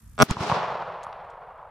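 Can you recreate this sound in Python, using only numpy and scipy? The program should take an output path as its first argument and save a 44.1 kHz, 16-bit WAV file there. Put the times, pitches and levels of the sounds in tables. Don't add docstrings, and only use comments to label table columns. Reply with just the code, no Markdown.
import sys
import numpy as np
from scipy import signal
from scipy.io import wavfile
from scipy.ndimage import uniform_filter1d

SR = 44100
rng = np.random.default_rng(int(sys.argv[2]) if len(sys.argv) > 2 else 0)


def log_audio(samples):
    frames = np.atleast_2d(samples).T
    limited = np.clip(frames, -1, 1)
    pcm = np.round(limited * 32767).astype(np.int16)
    wavfile.write(sys.argv[1], SR, pcm)


def attenuation_scalar(level_db):
    decades = np.asarray(level_db, float) / 20
    return 10 ** decades


N = 74970
T = np.arange(N) / SR
SHOT_S = .2218


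def colour(points, hz):
    p = np.array(points)
    return np.interp(np.log(hz), np.log(p[:, 0]), p[:, 1])


def low_pass(x, hz, order):
    return signal.sosfilt(signal.butter(order, hz, fs=SR, output="sos"), x)


def band(x, hz, width=np.sqrt(2), order=2):
    edges = [hz / np.sqrt(width), min(hz * np.sqrt(width), .45 * SR)]
    return signal.sosfilt(signal.butter(order, edges, "band", fs=SR, output="sos"), x)


def fade(t60, start=0.):
    return (T >= start) * attenuation_scalar(-60 * np.clip(T - start, 0, None) / t60)


def delay(x, s):
    return np.roll(x, int(round(s * SR)), axis=-1)


def peak(x, db):
    return x * attenuation_scalar(db) / np.abs(x).max()


def stereo(mid, side):
    return mid + side * np.array([[1], [-1]])


def noise_pair(hz, width, order=2):
    return [b / b.std() for b in band(rng.standard_normal((2, N)), hz, width, order)]


def field():
    # frequency in Hz, level in dB per Hz.
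    breeze_colour = [(25, -4), (92, -5), (205, -19.5), (330, -38), (720, -44.5), (1260, -36), (2900, -48.5),
                     (12800, -57.5)]
    breeze_db, duck_db, duck_treble_db = -49, -14, -18.5
    insect_hz, insect_db, throbs_per_s = 9750, -67.5, 54
    after_shot = T > SHOT_S

    breeze = 0
    for hz in 25 * 2 ** np.arange(0, 9.2, .5):
        mid, side = noise_pair(hz, np.sqrt(2), order=4)
        duck = np.where(after_shot, attenuation_scalar(duck_db if hz < 2000 else duck_treble_db), 1)
        wide = np.where(after_shot, .05, min(0.11 * (hz / 33.0) ** .5, .65))
        level_db = colour(breeze_colour, hz) + 10 * np.log10(hz)
        breeze = breeze + duck * attenuation_scalar(level_db) * stereo(mid, wide * side)
    before_shot = breeze[:, :int(.15 * SR)]
    breeze = breeze * attenuation_scalar(breeze_db) / before_shot.std()

    throb = .5 - .5 * np.cos(2 * np.pi * throbs_per_s * T + 1.7) + 0.53
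    throb = throb * np.where(after_shot, attenuation_scalar(duck_treble_db), 1)
    insects = throb * band(rng.standard_normal((2, N)), insect_hz, 2.6) * 2
    return breeze + attenuation_scalar(insect_db) * insects


def casing():
    tick_s = [.156, 1.0322, 1.0375, 1.046, 1.127, 1.246, 1.298]
    # level in dB, pitch in Hz, length in seconds.
    ticks = [
        (-52, 2800, .003),
        (-35, 4300, .004),
        (-37, 4500, .006),
        (-48, 5200, .006),
        (-38, 2100, .014),
        (-63, 5000, .015),
        (-56, 4600, .045),
    ]
    ring_s, ring_hz, ring_db, ring_t60_s = 1.025, 10100, -73, .4

    ring = band(rng.standard_normal(N), ring_hz, 1.02) * 10
    out = attenuation_scalar(ring_db) * ring * fade(ring_t60_s, ring_s)
    for s, (db, hz, length) in zip(tick_s, ticks):
        noise = rng.standard_normal((2, N))
        shared_noise = noise[0] + 0.62 * noise
        attack = np.minimum(8 * T / length, 1)
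        tick = band(shared_noise * fade(length) * attack, hz, 3.5, order=3)
        out = out + delay(peak(tick, db), s)
    return out


def lumps(per_s):
    step = int(SR / per_s)
    steps = np.repeat(rng.standard_normal(4000), step)[:N]
    return uniform_filter1d(steps, step)


def roll():
    # time in seconds, level in dB.
    swell = [(.225, -33.5), (.275, -42.5), (.31, -25), (.355, -40.5), (.375, -38.5), (.425, -26),
             (.47, -29), (.54, -22), (.75, -28), (1.0, -35), (1.3, -39.5), (1.7, -43.5)]
    # frequency in Hz, level in dB per Hz.
    roll_colour = [(60, -27), (150, -2), (300, -10), (700, 2), (1050, 0), (1700, -12), (5000, -18),
                   (13000, -47)]
    trunks_per_s, trunk_spread_db = 150, 1.5
    air_db_s, low_db_s = 7.5, 9.5
    notch_hz, notch_db_s = 277.8, 30.5
    wide_db, wide_tilt_db, narrow_db_s = -9.5, 5, 35
    early_low_db, early_hollow_db = 4.5, -9

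    shared_lumps = lumps(trunks_per_s)
    late = np.clip(T - .5, 0, None)
    out = 0
    for hz in 50 * 2 ** np.arange(0, 8.3, 1 / 3):
        mid, side = noise_pair(hz, 2 ** (1 / 3))
        air_loss = air_db_s * max(hz / 1000. - 1, 0)
        ground_loss = notch_db_s * np.exp(-np.log(hz / notch_hz) ** 2 / 0.11)
        loss = air_loss + low_db_s * (hz < 250) + ground_loss
        side_db = min(wide_db + wide_tilt_db * np.log2(hz / 1000.), -2) - narrow_db_s * late
        grain_db = trunk_spread_db * min(3600.0 / hz, 1) ** .4 * shared_lumps + lumps(trunks_per_s)
        early_db = early_low_db * (170 < hz < 420) * (T < .48)
        early_db = early_db + early_hollow_db * (450 < hz < 1100) * (T < .36)
        level_db = colour(roll_colour, hz) + 10 * np.log10(hz / 1000.) - 9.5
        gain = attenuation_scalar(level_db + early_db - loss * late ** 0.52 + grain_db)
        out = out + gain * stereo(mid, attenuation_scalar(side_db) * side)
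    return out * attenuation_scalar(np.interp(T, *np.array(swell).T)) * (T > SHOT_S)


def slaps():
    slap_s = [.294, .3032, .3056, .3096, .367, .4046, .4975, .515, .5212, 1.066, 1.627]
    # knock level in dB, thump level in dB, crack level in dB.
    slap_levels = [(-49.5, -27.5, -45.5), (-21.5, -35, -34), (-31, -29.5, -34), (-27, -26, -17.5),
                   (-22.5, -29.5, -46), (-39, -21, -52), (-12.5, -30.5, -50), (-12.5, -25.5, -48),
                   (-12.5, -20, -52), (-25.5, -47, -80), (-33.5, -60, -77.5)]
    knock_hz, knock_t60_s = 961, 0.056
    thump_hz, thump_t60_s = 137, 0.014
    crack_hz, crack_t60_s = 4200, .006
    push_s, push_length_s, push_db = .3130, .00135, -12.5

    push = -np.exp(-((T - push_s) / push_length_s) ** 2)
    out = push * attenuation_scalar(push_db) * np.array([[.7], [1.3]])
    thump = band(-np.sin(2 * np.pi * thump_hz * T) * fade(thump_t60_s), thump_hz, 3.6)
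    knock_width = 1 + 20 / (knock_hz * knock_t60_s)
    for s, (knock_db, thump_db, crack_db) in zip(slap_s, slap_levels):
        noise = rng.standard_normal((3, N))
        strike = noise[0] * fade(0.0072) * np.minimum(T / 0.0014, 1)
        knock = band(strike, knock_hz, knock_width)
        crack_noise = noise[1] + .5 * noise[1:]
        crack = band(crack_noise * fade(crack_t60_s), crack_hz, 4, order=3)
        slap = peak(knock, knock_db) + peak(thump, thump_db) + peak(crack, crack_db)
        out = out + delay(slap, s)
    return out


def gas_burst():
    # frequency in Hz, width as a ratio, level in dB, decay t60 in seconds, side level in dB.
    blast_bands = [
        (143.6, 1.14, -10, 0.0086, -3),
        (209, 1.145, -11, .009, -5),
        (425.6, 1.562, -12.5, 0.0089, -10),
        (690, 1.89, -4.5, 0.027, -10),
        (1257, 1.35, -2.5, 0.0064, -7),
        (2780, 1.5, -6.5, .011, -3),
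        (5470, 1.37, -3.5, .012, -18.5),
        (10800, 1.1, -14, .01, 2),
        (14800, 3.1, -23.5, 0.00838, -1.5),
    ]
    burst = 0
    for hz, width, db, t60, side_db in blast_bands:
        noise = rng.standard_normal((2, N)) * fade(t60)
        mid, side = (peak(b, db) for b in band(noise, hz, width))
        burst = burst + stereo(mid, attenuation_scalar(side_db) * side)
    return burst


def stutter(shot):
    # steps ahead of the blast, level in dB.
    copies = [
        (1, -4),
        (2, -7),
        (3, -17),
        (4, -26),
    ]
    step_s, dull_hz, top_db, smear_db = .01068, 3900, -26, -9.5

    soft = low_pass(shot, dull_hz, 4) + attenuation_scalar(top_db) * shot
    envelope = uniform_filter1d(np.abs(soft), size=64)
    ahead = 0
    for k, db in copies:
        smear = envelope * band(rng.standard_normal((2, N)), 2500, 4)
        copy = soft + attenuation_scalar(smear_db) * smear
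        ahead = ahead + (-1) ** k * attenuation_scalar(db) * delay(copy, -k * step_s)
    return ahead


def blast():
    bounce_s, bounce_db, blast_db = .0049, -2, 3
    dive_s, dive_t60_s = .0112, 0.01
    after_db, after_t60_s = -28.5, 0.089
    whine_hz, whine_db = 7900, -46

    direct = gas_burst()
    bounce = band(direct, 1400, 6, order=1)
    dive = np.where(T < dive_s, 1, fade(dive_t60_s, dive_s))
    shot = peak(direct + attenuation_scalar(bounce_db) * delay(bounce, bounce_s), blast_db) * dive
    hiss = attenuation_scalar(after_db) * fade(after_t60_s) * band(rng.standard_normal((2, N)), 4700, 9.4)
    just_before = np.abs(T - SHOT_S + .017) < .017
    whine = attenuation_scalar(whine_db) * just_before * band(rng.standard_normal(N), whine_hz, 1.04) * 8
    return delay(shot + stutter(shot) + hiss, SHOT_S) + whine


def scene():
    quiet = slaps() + roll() + casing() + field()
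    mic_top_hz = 13200
    return blast() + low_pass(quiet, mic_top_hz, 8)


def roll_off(x):
    return signal.sosfilt(signal.butter(12, 15700, fs=SR, output="sos"), x)


def record(dry):
    clipped = np.tanh(1.15 * dry) / 1.037
    return roll_off(clipped)


dry = scene()
out = record(dry)
log_audio(out)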